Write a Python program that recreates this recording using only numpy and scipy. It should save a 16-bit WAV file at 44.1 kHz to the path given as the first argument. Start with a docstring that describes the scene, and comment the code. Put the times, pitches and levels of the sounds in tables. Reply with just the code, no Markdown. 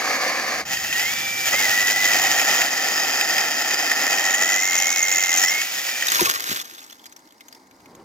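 """A small battery chainsaw buzzes dully from afar, then, after a brief dip, cuts a branch from closer.
Repeated blows excite the resonances of wood, housing and bar; a gear whine sags under load.
The branch cracks free, crashes on dry ground and bounces, and its twigs tick as they settle.
Blows and twigs are filtered noise, gears are sines, thuds are decaying sines with noise.
Underneath lie a quiet outdoor floor, a low rumble and a late soft roar."""
import sys
import numpy as np
from scipy import signal
from scipy.fft import rfft, irfft
from scipy.io import wavfile
from scipy.ndimage import uniform_filter1d

SR = 44100
rng = np.random.default_rng(int(sys.argv[2]) if len(sys.argv) > 2 else 0)


def transcribe(u):
    """Save the signal u as a 16-bit wav file named by the first command-line argument.

    u: samples, shape (n,) or (channels, n), limited to [-1, 1]; the rate is SR.
    q: integer samples, one column per channel.
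    """
    v = np.clip(np.atleast_2d(u).T, -1, 1)
    q = np.round(v * 32767).astype(np.int16)
    wavfile.write(sys.argv[1], SR, q)


N = 354563
TIME = np.arange(N) / SR  # [s]
HZ = np.fft.rfftfreq(4096, 1 / SR)  # filter design grid [Hz]

# All table levels are relative; the layers are trimmed where they are mixed.
# Saw from afar: (time [s], level [dB])
FAR_LEVEL = [(0.0, -22.5), (0.604, -23.5), (0.655, -47)]
# Its noise spectrum: (frequency [Hz], density [dB per Hz])
FAR_SPECTRUM = [(24, -63), (40, -45), (292, -4), (404, -11), (520, 1.5), (904, -19), (1220, -2.5),
                (1460, -14), (1780, 1), (3180, -10.5), (6590, -6.5), (7860, -18.5), (15100, -17.5),
                (16300, -28)]
# Its resonances: (frequency [Hz], width [Hz], level [dB])
FAR_MODES = [(754, 97, 4), (1120, 360, -2.5), (1710, 300, 0.5), (2240, 310, -1.5), (4640, 340, -5.5),
             (6650, 200, -17)]
# Near cut: (time [s], running chain level [dB], bite in the wood over that level [dB])
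CUT = [(.652, -46.5, 5.5), (.74, -35, -1), (.79, -40, 1), (.94, -36.5, -3), (1.03, -33.5, -1.5),
       (1.12, -36.5, -4), (1.42, -36.5, -5), (1.51, -31, -4), (1.54, -33, 9.5), (1.57, -33.5, -6),
       (1.61, -31.5, 0), (1.99, -33, -0.5), (2.12, -31, 2.5), (2.6, -33, 4.5), (2.72, -36, 4.5),
       (4.29, -35.5, 6), (4.77, -35, 0.5), (5.33, -34.5, -1.5), (5.39, -32, -1.5), (5.581, -35, -1),
       (5.62, -36, -6), (6.05, -36.5, -4.5)]
# Gear speed, free near the top and sagging under load: (time [s], gear mesh frequency [Hz])
GEAR_SPEED = [(0.779, 1655), (0.931, 1850), (1.002, 1975), (1.06, 2084), (1.109, 2273), (1.169, 2325),
              (1.48, 2345), (1.524, 1960), (1.589, 2156), (1.698, 1898), (1.8, 1947), (2.052, 2010),
              (2.15, 1896), (2.3, 1846), (2.401, 1878), (2.55, 1810), (3.999, 1820), (4.281, 1880),
              (4.559, 1997), (4.649, 2100), (4.799, 2105), (4.9, 2170), (5.099, 2112), (5.38, 2070),
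              (5.409, 1900), (5.52, 2124), (5.622, 2210), (5.718, 2305), (5.85, 2315), (5.949, 2390),
              (6.079, 2340)]
# Bounce rate of the bar in the kerf, held until the next row: (time [s], bounces per second [Hz])
BOUNCE_RATE = [(0, 150), (1.5, 98), (2.3, 149), (4.05, 95), (4.75, 90), (5.56, 125)]
# Kerf pinching the bar: (starts to close [s], closed [s], starts to open [s], open [s])
PINCH_TIMES = [4.1, 4.698, 5.45, 5.58]
# Noise spectrum of the wood: (frequency [Hz], density [dB per Hz])
WOOD_SPECTRUM = [(24, -79), (40, -60), (214, -14), (267, -6.5), (421, -9.5), (594, -5), (788, 3),
                 (1010, -16), (1700, -36.5), (2210, -57), (3740, -120)]
# Noise spectrum of the chain hiss: (frequency [Hz], density [dB per Hz])
HISS_SPECTRUM = [(700, -23.5), (1500, -8), (2800, -2.5), (4100, -7), (5500, -6.5), (7300, -12),
                 (8000, -10.5), (10000, -16), (11800, -8), (13000, -10.5), (15500, -7.5), (16300, -42)]
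# Resonances of wood, housing and bar: (frequency [Hz], width [Hz], level [dB])
WOOD_MODES = [(840, 67, -7), (1366, 290, 3.5)]
HOUSING_MODES = [(1898, 263, 4), (2515, 250, -2), (3150, 144, -2.5), (3718, 30, -5)]
LOW_BAR_MODES = [(4990, 390, 0)]
HIGH_BAR_MODES = [(5610, 310, -9), (6177, 170, -6.5), (6770, 385, -4.5), (7280, 170, -9.5)]
# Gearbox response to the whine, best near its resonance: (mesh frequency [Hz], level [dB])
WHINE_RESPONSE = [(1650, -70), (1815, -36.5), (1870, -27.5), (1960, -25.5), (2080, -26), (2200, -28),
                  (2290, -35), (2400, -23.5)]
# Motor line at 3/2 of the mesh frequency: (time [s], level [dB])
MOTOR_LEVEL = [(.78, -50), (.88, -38), (1.05, -38), (1.25, -39), (1.33, -47), (1.48, -52), (1.58, -43),
               (1.66, -60), (5.6, -60), (5.75, -44), (5.95, -50)]
# Snags of the chain that jolt the saw: (time [s], bar ring peak [dB], bar ring frequency [Hz])
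SNAGS = [(0.7312, -20, 6950), (0.7695, -21, 4700), (0.9264, -16, 6810), (0.9946, -16, 4990),
         (1.5316, -23, 4800), (2.1296, -22, 4976), (2.1683, -23.5, 6770), (2.3955, -11.5, 5180),
         (2.6172, -13, 6850), (3.21, -11.5, 4940), (3.3808, -12, 5010), (3.915, -13, 6760),
         (4.3433, -7.5, 6940), (4.78, -6.5, 6730), (4.92, -9, 6260), (5.026, -6, 6560),
         (5.1235, -3.5, 6730), (5.3785, -5.5, 6370), (5.422, -13, 5680), (5.434, -7, 5380),
         (5.4807, -6, 5530), (5.497, -10, 5600), (5.6149, -16.5, 6780), (6.0234, -14, 6500)]
# Twigs that snap and tick: (time [s], peak [dB], ring frequency [Hz])
TWIGS = [(6.0679, -8.5, 5830), (6.083, -7, 3690), (6.0995, -12, 6050), (6.118, -3.5, 6960),
         (6.1464, -7, 5740), (6.165, -14, 5340), (6.1933, -11, 2500), (6.206, -5, 10700),
         (6.226, -11, 5900), (6.2568, -10, 2540), (6.3584, -15, 1930), (6.4887, -15, 6130),
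         (6.506, -17, 3200), (6.539, -24, 5630), (6.598, -17.5, 3460), (6.613, -18, 5800),
         (6.6528, -29, 6000), (6.6987, -35, 4880), (6.7361, -30, 6200), (6.781, -29, 3400),
         (6.8627, -38, 6000), (6.898, -31, 2980), (6.907, -30, 5700), (6.926, -30, 3360),
         (6.994, -39, 3290), (7.0403, -35, 3370), (7.0562, -28, 6760), (7.0633, -28, 4800),
         (7.1232, -31.5, 6200), (7.1631, -30.5, 5600), (7.2735, -40, 5400), (7.307, -41.5, 3240),
         (7.322, -39, 7000), (7.38, -46, 5000), (7.4067, -31.5, 2120), (7.4826, -30, 6370),
         (7.5256, -30.5, 4700), (7.548, -34, 4950), (7.7103, -41, 2310), (7.8027, -43, 2140),
         (7.857, -37, 2170), (7.9503, -36, 6450)]
# Thick end striking the ground:
# (time [s], peak [dB], ring frequency [Hz], 60 dB decay time [s], low push against the ring [dB])
THUDS = [(6.192, -13, 987, 0.078, -17), (6.214, -8.5, 361, 0.055, -7), (6.268, -12, 1130, 0.064, -19),
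         (6.358, -23, 1130, 0.062, -25), (6.493, -35, 278, 0.052, -7), (6.511, -33, 327, 0.077, 3.5)]
# Branch landing and bouncing: (time [s], length [s], dry leaves level [dB], branch body level [dB])
LANDINGS = [(6.15, 0.12, -22, -35), (6.35, 0.073, -42.5, -63), (6.506, 0.023, -29, -44),
            (6.798, 0.022, -51, -77)]
# Noise spectra of the leaves and of the limb: (frequency [Hz], density [dB per Hz])
LEAF_SPECTRUM = [(530, -19), (900, -11), (1110, -3), (1200, 0.5), (1670, 0), (2550, -5.5), (4190, -3),
                 (5750, -5.5), (6980, -3.5), (9000, -18.5), (11800, -6.5), (15300, -12), (16300, -49)]
LIMB_SPECTRUM = [(24, -34), (40, -40), (232, -13.5), (307, -0.5), (353, -3.5), (511, -5.5), (1100, -8),
                 (1600, -5), (2080, -33), (3520, -120)]
# Noise spectrum of the outdoor floor: (frequency [Hz], density [dB per Hz])
AIR_SPECTRUM = [(30, -49), (110, -37), (250, -0.5), (550, -17), (900, -4), (1400, -23.5), (2150, -12),
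                (2700, -37), (4800, -15.5), (6500, -21.5), (8000, -25.5), (11500, -29.5), (16000, -33),
                (16400, -43)]
# Low rumble that comes and goes: (time [s], level [dB])
RUMBLE_LEVEL = [(0, -60), (.4, -50), (.7, -41.5), (2.3, -43.5), (2.6, -51.5), (6.0, -72.5), (6.8, -63),
                (7.6, -69), (8.04, -48)]
# Soft roar that swells near the end: (time [s], level [dB])
ROAR_LEVEL = [(7.4, -70), (8.008, -47), (8.04, -53)]
# Likeness of the two channels: (frequency [Hz], left-right likeness [0 to 1])
LIKENESS = [(60, .98), (640, .975), (1400, .92), (3100, .72), (6000, .76), (9000, .62), (16000, .62)]
# Phase by which the saw leads on the left: (frequency [Hz], lead [rad])
SAW_LEAD = [(60, 0), (1000, 0.32), (2500, 1.3), (3400, 2.0), (4800, 0.89), (7000, 1.27), (9000, 3),
            (12000, 4.5), (16000, 4)]

BLOW_DB, FREE_BLOW_DB, PINCHED_BLOW_DB = 3, -2, 11.5  # blow over the steady rattle [dB]
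STOP_S, STOP_DB_PER_S = 6.08, 55  # the trigger is let go [s] and the chain runs down [dB/s]
FREE_HZ, HUM_DB = 2280, -55  # above this mesh speed [Hz] the saw runs free and a low line shows [dB]
JAM_HZ_PER_S = -3500  # a faster drop in speed drowns the whine [Hz/s]
THROUGH_S, THROUGH_DB = 5.61, -10  # the bar comes through [s] and the whine slackens [dB]
JOLT_DB, PINCHED_JOLT_DB = -0.5, -17  # wide jolt against the bar ring [dB]
CRACK_DB = -5.5  # wide crack against the twig ring [dB]
LAND_RISE_DB_PER_S, LAND_FALL_DB_PER_S = 220, 144
SETTLE_S, SETTLE_DB_PER_S = 6.33, 30  # the litter starts to quieten [s], at this rate [dB/s]
SETTLE_LEAVES_DB, SETTLE_BODY_DB = -45, -51
REST_LEAVES_DB, REST_BODY_DB = -75, -58.5
BRANCH_LAG = 14.85  # delay of the branch on the left [samples]
EDGE_HZ = 16150  # upper band limit [Hz]


def saw():
    """Forced vibration: the same blows excite wood, housing, steel bar (hardest) and chain hiss."""
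    blows = bounces(spread_db=2.4, jitter=.1)
    level_db, bite_db = chain()
    grip = pinch(TIME)
    wood = amp(read(WOOD_SPECTRUM, HZ)) + amp(-4.5) * peaks(WOOD_MODES)
    hiss = amp(read(HISS_SPECTRUM, HZ))
    # deep in the limb the low bar mode swells by 4.5 dB
    low_bar_db = -0.2 + np.interp(TIME, [2.4, 2.901, 3.95, 4.25], [0, 4.5, 4.5, 0])
    # (colour, share of the blows, puff fall [s], level over the chain [dB],
    #  share of the bite, level added when pinched [dB])
    parts = [(wood, .25, .0022, -.3, .98, .1),
             (peaks(HOUSING_MODES), .3, .0018, 7, .6, -.1),
             (peaks(LOW_BAR_MODES), 1.2, .0012, low_bar_db, .4, -3),
             (peaks(HIGH_BAR_MODES), 1.3, .0011, 5, .4, 7),
             (hiss, 0.6, .0009, 8, .01, .1)]
    near = np.zeros((2, N))
    for colour, share, fall_s, db, follow, pinched_db in parts:
        gain = amp(level_db + db + follow * bite_db + pinched_db * grip)
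        near += gain * coloured(bursts(share * blows, fall_s), colour)
    far_colour = amp(read(FAR_SPECTRUM, HZ) - 3.5) + amp(-3.5) * peaks(FAR_MODES)
    far = coloured(bursts(0.27 * blows, 0.00094), far_colour)
    shake = amp(1.22 * wander(10.5))  # the hand lets the pressure waver
    return shake * (near + far * played(FAR_LEVEL, column=1))


def bounces(spread_db, jitter):
    """Impulse excitation: one uneven blow for each bounce of the bar, hardest while it is pinched."""
    s, rate = np.transpose(BOUNCE_RATE)
    stage = np.searchsorted(s, TIME, "right") - 1
    turns = np.cumsum(rate[stage] * (1 + jitter * wander(40))) / SR
    in_wood = (stage > 0) & (stage < len(s) - 1)
    loose_db = np.where(in_wood, BLOW_DB, FREE_BLOW_DB)
    size_db = loose_db + (PINCHED_BLOW_DB - loose_db) * pinch(TIME) ** 2
    size_db += spread_db * np.clip(rng.standard_normal(N), -2, 2)
    struck = np.diff(np.floor(turns), prepend=0) > 0
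    return struck * amp(size_db)


def chain():
    """Driving level and bite in dB: silent before the near cut, in exponential decay after the stop."""
    s, level_db, bite_db = np.transpose(CUT)
    run_down_db = STOP_DB_PER_S * np.maximum(TIME - STOP_S, 0)
    return np.interp(TIME, s, level_db, left=-200) - run_down_db, np.interp(TIME, s, bite_db)


def pinch(s):
    """Clamping: how far the kerf grips the bar, 0 to 1."""
    return np.interp(s, PINCH_TIMES, [0, 1, 1, 0])


def whine():
    """Gear meshing: teeth radiate locked tones; the harder the bite, the more the speed wavers."""
    s, mesh_hz = np.transpose(GEAR_SPEED)
    speed_hz = np.interp(TIME, s, mesh_hz)
    level_db, bite_db = chain()
    load = np.clip(amp(level_db + bite_db + 35 + 5 * pinch(TIME)), .15, 1.5)
    throb = .008 * wander(25) + .008 * np.sin(2 * np.pi * 19.5 * TIME)
    phase = 2 * np.pi * np.cumsum(speed_hz * (1 + load * throb)) / SR
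    running = (TIME > s[0]) & (TIME < s[-1])
    meshed = running & (np.gradient(speed_hz) * SR > JAM_HZ_PER_S)
    whine_db = read(WHINE_RESPONSE, speed_hz) + .45 * (level_db + 34) + THROUGH_DB * (TIME > THROUGH_S)
    gear = uniform_filter1d(meshed * amp(whine_db), size=300)
    hum = uniform_filter1d(running * (speed_hz > FREE_HZ) * amp(HUM_DB), size=3000)
    lines = gear * np.sin(phase)
    lines += played(MOTOR_LEVEL, column=1) * np.sin(phase * 3 / 2)
    lines += hum * np.sin(phase * .2255)
    return np.sqrt(2) * amp(2.3 * wander(20)) * lines * np.ones((2, 1))


def snags():
    """Impact response: jolts ring one bar mode and shake the housing, less so in a pinched kerf."""
    rows = [(s, db, hz, .04, JOLT_DB + (PINCHED_JOLT_DB - JOLT_DB) * pinch(s)) for s, db, hz in SNAGS]
    jolt, bar = knocks(rows, width=0.018, rise_s=0.00016)
    body = peaks(HOUSING_MODES) + amp(read(HISS_SPECTRUM, HZ) - 10.0)
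    return amp(-2.5) * bar + amp(1.0) * shaped(jolt, body)


def branch():
    """Superposition of twigs, ground thuds, crackling leaves and bark, and the noise of the limb."""
    leaves = crash(column=2, settle_db=SETTLE_LEAVES_DB, rest_db=REST_LEAVES_DB)
    body = crash(column=3, settle_db=SETTLE_BODY_DB, rest_db=REST_BODY_DB)
    limb = body * coloured(rng.standard_normal((2, N)), amp(read(LIMB_SPECTRUM, HZ)))
    return twigs(leaves) + amp(0.5) * thuds() + amp(2.0) * crackle(leaves) + amp(-1.5) * limb


def twigs(leaves):
    """Brittle fracture: tabled snaps and 80 random small ticks, each ringing at its own pitch."""
    when, size, pitch = rng.random((80, 3)).T
    at = np.interp(when, [0, 1], (6.34, 8.0))
    small_db = 13 * np.log10(np.interp(at, TIME, leaves)) - 10.0 + 11.0 * size
    small = list(zip(at, small_db, np.interp(pitch, [0, 1], (2500, 8000))))
    rows = [(s, db, hz, .03, CRACK_DB) for s, db, hz in TWIGS + small]
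    wide, rung = knocks(rows, width=0.049, rise_s=0.00096)
    return amp(-5.5) * rung + shaped(wide, amp(read(LEAF_SPECTRUM, HZ)))


def thuds():
    """Damped oscillation: the limb rings with falling pitch over a duller push of ground noise."""
    out, t = np.zeros(N + 9000), np.arange(9000) / SR
    dull = signal.butter(2, [70, 420], "band", fs=SR, output="sos")
    for s, db, hz, t60, push_db in THUDS:
        swell = amp(db - 60 * t / t60) * (1 - np.exp(-t / 0.003))
        ring = np.sin(2 * np.pi * hz * t * (1 - 0.85 * t))
        push = evened(signal.sosfilt(dull, rng.standard_normal(len(t))))
        out[round(s * SR):][:len(t)] += swell * (ring + amp(push_db) * push)
    return out[:N]


def crackle(leaves):
    """Shot noise: about 200 random grains a second, of uneven size, under a clumping slow level."""
    grains = (rng.random(N) < 200 / SR) * amp(4.4 * np.minimum(rng.exponential(1, N), 3.5))
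    noise = coloured(bursts(0.5 * grains, 0.00033), amp(read(LEAF_SPECTRUM, HZ)))
    return amp(3.76 * wander(23)) * leaves * noise


def crash(column, settle_db, rest_db):
    """Energy decay of one layer: each landing rises, holds and falls; the litter settles to a rest."""
    after = TIME - SETTLE_S
    out = (after > 0) * (amp(settle_db - SETTLE_DB_PER_S * after) + amp(rest_db))
    for row in LANDINGS:
        early = np.maximum(row[0] - TIME, 0)
        late = np.maximum(TIME - row[0] - row[1], 0)
        out = out + amp(row[column] - LAND_RISE_DB_PER_S * early - LAND_FALL_DB_PER_S * late)
    return out


def air():
    """Broadband ambience: filtered noises form an outdoor floor, a low rumble and a late soft roar."""
    floor = coloured(rng.standard_normal((2, N)), amp(read(AIR_SPECTRUM, HZ)))
    rumble = coloured(rng.standard_normal((2, N)), peaks([(88, 460, 0.004)], skirt=1.84))
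    roar_modes = [(315, 190, 3.5), (930, 360, -3.0)]
    roar = coloured(rng.standard_normal((2, N)), peaks(roar_modes, skirt=1.1))
    out = amp(-57.5 + 2.6 * wander(7.5)) * floor
    out += amp(-5.0) * played(RUMBLE_LEVEL, column=1) * rumble
    return out + played(ROAR_LEVEL, column=1) * roar


def knocks(rows, width, rise_s):
    """Resonant impact: a dying noise puff excites one resonance; returns wide puffs and rings."""
    wide, rung, t = np.zeros((2, N + 9000)), np.zeros((2, N + 9000)), np.arange(9000) / SR
    for s, db, hz, t60, wide_db in rows:
        puff = amp(db - 60 * t / t60) * (1 - np.exp(-t / rise_s)) * rng.standard_normal((2, len(t)))
        r = np.exp(-np.pi * width * hz / SR)  # pole radius; width is a share of the pitch
        ring = signal.lfilter([1, 0, -1], [1, -2 * r * np.cos(2 * np.pi * hz / SR), r * r], puff)
        at = round(s * SR)
        wide[:, at:at + len(t)] += amp(wide_db) * puff
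        rung[:, at:at + len(t)] += ring * amp(db) / abs(ring).max()
    return wide[:, :N], rung[:, :N]


def bursts(train, fall_s):
    """Modulated noise: each click lets out a puff over a steady bed, with the slow level held even."""
    r = np.exp(-1 / (fall_s * SR))
    # a double pole swells and fades, with top 1 for a unit click
    puff = 1 + signal.lfilter([np.e * (1 - r)], [1, -2 * r, r * r], train)
    slow_level = np.sqrt(uniform_filter1d(puff ** 2, size=6000))
    return puff / slow_level * rng.standard_normal((2, N))


def peaks(modes, skirt=1.86):
    """Resonance curves: gain over frequency of a set of modes, summed in power."""
    return np.sqrt(sum(amp(db) ** 2 / (1 + (2 * (HZ - hz) / width) ** 2) ** skirt
                       for hz, width, db in modes))


def coloured(x, gain):
    """Minimum-phase filtering: a causal filter with the given gain; the pair leaves with rms 1."""
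    log = np.log(np.maximum(np.r_[gain, gain[-2:0:-1]], 1e-5))
    taps = np.fft.ifft(np.exp(log - 1j * signal.hilbert(log).imag)).real
    return evened(signal.oaconvolve(x, taps[None], axes=1)[:, :N])


def shaped(wide, gain):
    """Spectral shaping at constant energy."""
    return coloured(wide, gain) * np.sqrt(np.mean(wide ** 2))


def wander(hz):
    """Low-passed random process of about rms 1, with its corner near hz."""
    knots = rng.standard_normal(int(N / SR * 400) + 2)  # 400 a second
    smooth = signal.lfilter([1], [1, -np.exp(-2 * np.pi * hz / 400)], knots)
    return np.interp(TIME, np.arange(len(knots)) / 400, evened(smooth))


def played(rows, column):
    """Amplitude envelope: gain from one dB column of a curve, silent outside it."""
    table = np.transpose(rows)
    return amp(np.interp(TIME, table[0], table[column], -200, -200))


def read(points, hz):
    """Spectral interpolation: straight lines on a log-frequency axis."""
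    f, value = np.transpose(points)
    return np.interp(np.log(hz + 1), np.log(f + 1), value)


def amp(db):
    """Decibel law: level to amplitude gain."""
    return 10 ** (np.asarray(db) / 20)


def evened(x):
    """Power normalisation: scales to rms 1."""
    return x / np.sqrt(np.mean(x ** 2) + 1e-20)


def placed(pair, lead):
    """Partial coherence: two close ports share a sound with phase lead(Hz); the right adds its own."""
    hz = np.fft.rfftfreq(N + 5, 1 / SR)
    same = np.clip(read(LIKENESS, hz), 0, 1)
    shared, own = rfft(pair, N + 5)
    right = same * shared * np.exp(-1j * lead(hz)) + np.sqrt(1 - same ** 2) * own
    return np.array([pair[0], irfft(right, N + 5)[:N]])


def scene():
    """Stereo superposition: phase and slight level differences place the saw and the branch."""
    tool = placed(saw() + whine() + snags(), lambda hz: read(SAW_LEAD, hz))
    fallen = placed(branch(), lambda hz: -2 * np.pi * hz * BRANCH_LAG / SR)
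    background = placed(air(), np.zeros_like)
    return tool * amp([[-.2], [.2]]) + fallen * amp([[.3], [-.3]]) + background


def record(dry):
    """Band limitation: the microphone drops the deep bass, and a low-pass cuts the top."""
    thin = signal.sosfilt(signal.butter(2, 75, "high", fs=SR, output="sos"), dry)
    low_pass = signal.firwin(511, EDGE_HZ, window=("kaiser", 9), fs=SR)
    return signal.oaconvolve(thin, low_pass[None], "same")


dry = scene()
out = record(dry)
transcribe(out)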